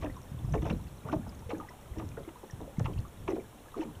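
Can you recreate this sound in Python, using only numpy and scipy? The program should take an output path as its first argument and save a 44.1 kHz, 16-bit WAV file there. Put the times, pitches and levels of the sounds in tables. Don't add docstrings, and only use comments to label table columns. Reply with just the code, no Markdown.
import sys
import numpy as np
from scipy import signal
from scipy.fft import rfft, irfft, next_fast_len
from scipy.io import wavfile

SR = 44100
rng = np.random.default_rng(int(sys.argv[2]) if len(sys.argv) > 2 else 0)


def file_out(sig):
    cols = np.atleast_2d(sig).T
    lim = np.clip(cols, -1, 1)
    pcm = np.round(lim * 32767).astype(np.int16)
    wavfile.write(sys.argv[1], SR, pcm)


N = 176400


def undb(db):
    return 10 ** (np.asarray(db) / 20)


def level(x, db):
    return x * undb(db) / np.sqrt(np.mean(x ** 2))


def colour(x, points):
    hz, db = np.array(points).T
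    size = next_fast_len(2 * len(x))
    f = np.maximum(np.fft.rfftfreq(size, 1 / SR), 1)
    gain = undb(np.interp(np.log(f), np.log(hz), db))
    return irfft(rfft(x, size) * gain, size)[:len(x)]


def add(out, start_s, x):
    start = max(int(start_s * SR), 0)
    part = x[:max(len(out) - start, 0)]
    out[start:start + len(part)] += part



# time in seconds, level in dB.
RUMBLE_LEVEL = [(0, -39.5), (.28, -53), (.52, -32.5), (.74, -36.5), (1.0, -54), (1.15, -39.5), (1.8, -59),
                (1.99, -43), (2.18, -45), (2.27, -56.5), (2.49, -66), (2.58, -44), (2.74, -55.5),
                (2.80, -38.5), (3.0, -39.5), (3.12, -58), (3.24, -42.5), (3.58, -62), (4.0, -54.5)]
# frequency in Hz, relative level in dB.
RUMBLE_SPECTRUM = [(20, -25), (45, -1), (75, -1), (130, -3), (320, -16.5), (700, -53.5)]
# frequency in Hz, relative level in dB.
HISS_SPECTRUM = [(30, -0.5), (400, -4.5), (1000, -9), (2000, -17.5), (3500, -18), (6000, -24), (10000, -18),
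                 (15500, -18.5)]
RUMBLE_TRIM_DB, HISS_DB = -1.98, -53


def wind():
    gust_db = np.interp(np.arange(N) / SR, *np.array(RUMBLE_LEVEL).T)
    rumble = level(colour(rng.standard_normal(N), RUMBLE_SPECTRUM), RUMBLE_TRIM_DB) * undb(gust_db)
    hiss = level(colour(rng.standard_normal(N), HISS_SPECTRUM), HISS_DB)
    return rumble + hiss


GLIDE = 0.017


def bubble(hz, decay_s, rise_cycles, glide):
    rise_s = rise_cycles / hz
    t = np.arange(int((rise_s + 6 * decay_s) * SR)) / SR
    rise = np.sin(np.pi / 2 * np.minimum(t / rise_s, 1)) ** 2
    decay = np.exp(-np.maximum(t - rise_s, 0) / decay_s)
    phase = 2 * np.pi * hz * (t + glide * t ** 2 / (2 * decay_s))
    return rise * decay * np.sin(phase)


PLIP_RISE_S, PLIP_DECAY_S = 0.0015, 0.0075
PLIP_SIZE_EXPONENT = 0.69


def plip(hz):
    shorter = (hz / 1000) ** PLIP_SIZE_EXPONENT
    return bubble(hz, PLIP_DECAY_S / shorter, hz * PLIP_RISE_S / shorter, GLIDE)


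RIPPLES_PER_S, RIPPLE_DB, RIPPLE_HZ, RIPPLE_SPREAD_OCT = 60, -57.5, 1100, 0.776
TICKS_PER_S, TICK_DB, TICK_HZ, TICK_SPREAD_OCT = 22, -55.5, 4580, 0.338
SCATTER_STRENGTH_DB = 4


def scatter(per_s, db, centre_hz, spread_oct):
    out = np.zeros(N)
    chance = rng.standard_normal(size=(900, 2))
    times = rng.random(size=len(chance)) * N / SR
    for s, (pitch, strength) in zip(times[:int(per_s * N / SR)], chance):
        hz = np.clip(centre_hz * 2 ** (spread_oct * pitch), 200, 9000)
        add(out, s, undb(db + SCATTER_STRENGTH_DB * strength) * plip(hz))
    return out


def ripples():
    faint_bubbles = scatter(RIPPLES_PER_S, RIPPLE_DB, RIPPLE_HZ, RIPPLE_SPREAD_OCT)
    ticks = scatter(TICKS_PER_S, TICK_DB, TICK_HZ, TICK_SPREAD_OCT)
    return faint_bubbles + ticks


CLOUD_STRENGTH_DB = 3
CLOUD_SWELL_S, CLOUD_RISE_CYCLES = 0.0055, 0.41


def cloud(length_s, first_hz, last_hz, per_s, spread_oct, cycles, fade_db):
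    chance = rng.standard_normal(size=(160, 2))
    jitter = rng.random(size=len(chance))
    count = int(np.clip(per_s * length_s, 2, len(chance)))
    out = np.zeros(int((length_s + .1) * SR))
    for k, (pitch, strength) in enumerate(chance[:count]):
        along = (k + jitter[k]) / count
        centre_hz = first_hz * (last_hz / first_hz) ** along
        hz = np.clip(centre_hz * 2 ** (spread_oct * pitch), 150, 9000)
        gain = undb(CLOUD_STRENGTH_DB * strength + fade_db * along)
        swell = min(along * length_s / CLOUD_SWELL_S, 1)
        add(out, along * length_s, swell * gain * bubble(hz, cycles / hz, CLOUD_RISE_CYCLES, GLIDE))
    return out / np.sqrt(np.sum(out ** 2) / (length_s * SR))


# start in seconds, level in dB, length in seconds.
SPRAY_BURSTS = [(0.009, -50.5, 0.04), (.533, -47.5, 0.025), (0.615, -50, 0.016), (.649, -50.5, 0.041),
                (.694, -45.5, .021), (1.072, -55.5, 0.029), (1.111, -49, .03), (1.49, -49.5, 0.031),
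                (1.598, -58, 0.016), (1.98, -52.5, 0.022), (2.839, -47.5, 0.025), (3.274, -50, .043),
                (3.349, -55, 0.019), (3.765, -56.5, 0.043), (3.803, -51, 0.038)]
SPRAY_HZ, SPRAY_PER_S, SPRAY_SPREAD_OCT = 2427, 560, 0.446
FIZZ_HZ, FIZZ_PER_S, FIZZ_SPREAD_OCT = 5340, 530, 0.19
SPRAY_CYCLES = 3.9
SPRAY_FADE_DB = -1.5
SPRAY_TRIM_DB, FIZZ_DB = -4, -8.5


def sprays():
    out = np.zeros(N)
    for s, db, length_s in SPRAY_BURSTS:
        droplets = cloud(length_s, SPRAY_HZ, SPRAY_HZ, SPRAY_PER_S, SPRAY_SPREAD_OCT,
                         SPRAY_CYCLES, SPRAY_FADE_DB)
        fizz = cloud(length_s, FIZZ_HZ, FIZZ_HZ, FIZZ_PER_S, FIZZ_SPREAD_OCT, SPRAY_CYCLES, fade_db=0)
        add(out, s, undb(db + SPRAY_TRIM_DB) * (droplets + undb(FIZZ_DB) * fizz))
    return out


# start in seconds, rms level in dB, length in seconds,
# first bubble pitch in Hz, last bubble pitch in Hz (both before scatter).
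LAP_RUNS = [(0.02, -42, 0.057, 1156, 561), (0.535, -35, 0.029, 1685, 465), (0.617, -46.5, 0.029, 1260, 420),
            (0.649, -40.5, .043, 1450, 466), (0.694, -39.5, .034, 1633, 318), (1.045, -47.5, 0.1, 653, 434),
            (1.123, -36.5, 0.031, 1410, 339), (1.262, -47.5, 0.014, 1070, 557), (1.5, -41, 0.038, 956, 494),
            (1.556, -50, 0.078, 386, 573), (1.957, -48.5, 0.031, 590, 426), (1.991, -44.5, .05, 1160, 293),
            (2.169, -48, 0.043, 943, 390), (2.280, -51.5, 0.013, 1550, 1200),
            (2.428, -47.5, 0.02, 733, 520), (2.599, -46, 0.037, 623, 496), (2.792, -40.5, 0.018, 1200, 606),
            (2.853, -39, 0.018, 1320, 700), (2.874, -46, 0.044, 633, 404), (3.274, -37.5, 0.026, 1510, 660),
            (3.303, -40.5, 0.033, 693, 440), (3.358, -39.5, 0.031, 660, 387), (3.759, -44, 0.049, 510, 385),
            (3.813, -44.5, 0.029, 1010, 690), (3.836, -49.5, 0.068, 370, 229)]
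# frequency in Hz, gain in dB.
LAP_TONE = [(400, 2.5), (750, -0.5), (1050, 1.5), (1600, -4), (2600, 4), (8000, -1)]
LAP_BUBBLES_PER_S, LAP_SPREAD_OCT = 1000, 0.6045
LAP_CYCLES = 3.46
LAP_TRIM_DB = -0.5


def laps():
    out = np.zeros(N)
    for s, db, length_s, first_hz, last_hz in LAP_RUNS:
        run = cloud(length_s, first_hz, last_hz, LAP_BUBBLES_PER_S, LAP_SPREAD_OCT, LAP_CYCLES, fade_db=-8)
        add(out, s, undb(db + LAP_TRIM_DB) * run)
    return colour(out, LAP_TONE)


# start in seconds, peak in dB, pitch in Hz, decay in seconds.
AIR_GULPS = [(.040, -33.5, 613, 0.0088), (0.044, -34, 288, 0.024), (0.55, -28, 425, 0.012),
             (0.566, -27, 327, 0.0052), (.627, -29.5, 317, 0.0091), (.664, -33, 438, 0.0082),
             (1.127, -26.5, 300.3, 0.016), (1.135, -27.5, 628, 0.012), (1.508, -37, 820, 0.018),
             (1.491, -36, 469, 0.023), (1.532, -28.5, 294, 0.0086), (1.972, -36, 321, 0.022),
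             (2.175, -33, 455, 0.0077), (2.276, -36, 339, 0.013), (2.677, -38, 543, 0.0085),
             (3.287, -22, 367, 0.0074), (3.309, -31, 416, 0.01), (3.332, -24, 354, 0.006),
             (3.774, -37, 411, 0.036), (3.793, -28, 316, 0.012), (3.853, -37, 218, 0.013)]
GULP_TRIM_DB = -0.5


def gulps():
    out = np.zeros(N)
    for s, db, hz, decay_s in AIR_GULPS:
        add(out, s, undb(db + GULP_TRIM_DB) * bubble(hz, decay_s, rise_cycles=0.94, glide=0.016))
    return out


# start in seconds, peak in dB, pitch in Hz.
SINGLE_BUBBLES = [(.058, -36.5, 1754), (0.097, -41.5, 1880), (0.168, -36, 1057), (.165, -46, 5600),
                  (.448, -41.5, 1115), (.524, -40.5, 6000), (.578, -41.5, 2250), (0.643, -44, 2900),
                  (0.701, -29.5, 2630), (.707, -56, 5400), (.728, -43, 4040), (1.087, -30, 1160),
                  (1.264, -47, 1140), (1.293, -39, 4980), (1.502, -39, 2520), (1.547, -42, 1630),
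                  (1.582, -46, 6340), (1.600, -30, 1203), (1.626, -37.5, 810), (1.686, -38, 1910),
                  (1.692, -43, 5370), (1.706, -41, 965), (1.985, -45, 5730), (2.17, -38, 1410),
                  (2.357, -40.5, 986), (2.498, -42, 1800), (2.509, -39.5, 5630), (2.849, -43, 2400),
                  (2.934, -44.5, 3110), (2.978, -43, 2670), (2.988, -39, 4400), (3.05, -39.5, 1147),
                  (3.306, -46, 5850), (3.398, -46, 2280), (3.742, -32.5, 1160), (3.809, -39, 2610)]
# start in seconds, nominal peak in dB.
BURST_SNAPS = [(.217, -38.5), (2.090, -35), (2.796, -29), (3.004, -40)]
PLIP_TRIM_DB = -4.5
SHED_DB, SHED_SPREAD_OCT = -6.5, 0.218
SHED_CYCLES = 18
SNAP_HZ, SNAP_DECAY_S = 5650, .0001


def plips():
    out = np.zeros(N)
    for s, db, hz in SINGLE_BUBBLES:
        gain = undb(db + PLIP_TRIM_DB)
        add(out, s, gain * plip(hz))
        for detune, wait in zip(rng.standard_normal(size=2), rng.random(size=2)):
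            shed_hz = hz * 2 ** (SHED_SPREAD_OCT * detune)
            add(out, s + wait * SHED_CYCLES / hz, gain * undb(SHED_DB) * plip(shed_hz))
    for s, db in BURST_SNAPS:
        add(out, s, undb(db) * bubble(SNAP_HZ, SNAP_DECAY_S, rise_cycles=0.93, glide=0))
    return out


# start in seconds, nominal peak in dB, pitch in Hz.
HULL_THUDS = [(0.315, -33, 140), (.342, -32, 128), (0.442, -29.5, 123), (0.534, -25, 118),
              (0.707, -25.5, 180), (0.735, -25, 205), (1.051, -34.5, 138), (1.159, -28.5, 149),
              (1.195, -30, 207), (1.458, -37, 85), (1.911, -35, 74), (2.059, -38, 102), (2.531, -33.5, 109),
              (2.782, -22.5, 162), (2.807, -23.5, 112), (2.846, -28.5, 123), (2.986, -26, 103.5),
              (3.199, -36.5, 102), (3.962, -40.5, 90)]
THUD_RISE_CYCLES, THUD_DECAY_CYCLES = 0.71, 0.88
THUD_TRIM_DB = 1


def thuds():
    out = np.zeros(N)
    for s, db, hz in HULL_THUDS:
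        thud = bubble(hz, THUD_DECAY_CYCLES / hz, THUD_RISE_CYCLES, glide=0)
        add(out, s, undb(db + THUD_TRIM_DB) * thud)
    return out


# frequency in Hz, gain in dB.
OVERHANG_TONE = [(60, -12.5), (250, 2), (1200, -4), (3000, -9.5)]
OVERHANG_T60_S, OVERHANG_RISE_S, OVERHANG_DB = 0.16, 0.017, -7.5


def overhang(x):
    t = np.arange(SR // 2) / SR
    decay = np.exp(-np.log(1000) * t / OVERHANG_T60_S)
    tail = rng.standard_normal(len(t)) * decay * np.minimum(t / OVERHANG_RISE_S, 1)
    tail = colour(tail / np.sqrt(np.sum(tail ** 2)), OVERHANG_TONE)
    return x + undb(OVERHANG_DB) * signal.fftconvolve(x, tail)[:N]


def scene():
    water = ripples() + sprays() + laps() + gulps() + plips() + thuds()
    return (wind() + overhang(water))[None]


# frequency in Hz, gain in dB.
MIC_RESPONSE = [(20, 4.5), (3600, -1.5), (4300, -6), (4850, -11), (5450, -0.5), (6300, -0.5), (16000, -9.5)]
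LOW_CUT_HZ, TOP_HZ = 3.3, 15400


def record(dry):
    heard = np.array([colour(channel, MIC_RESPONSE) for channel in dry])
    low_cut = signal.butter(1, LOW_CUT_HZ, "high", fs=SR, output="sos")
    top_cut = signal.ellip(10, .1, 70, TOP_HZ, fs=SR, output="sos")
    return signal.sosfilt(top_cut, signal.sosfilt(low_cut, heard))


dry = scene()
out = record(dry)
file_out(out)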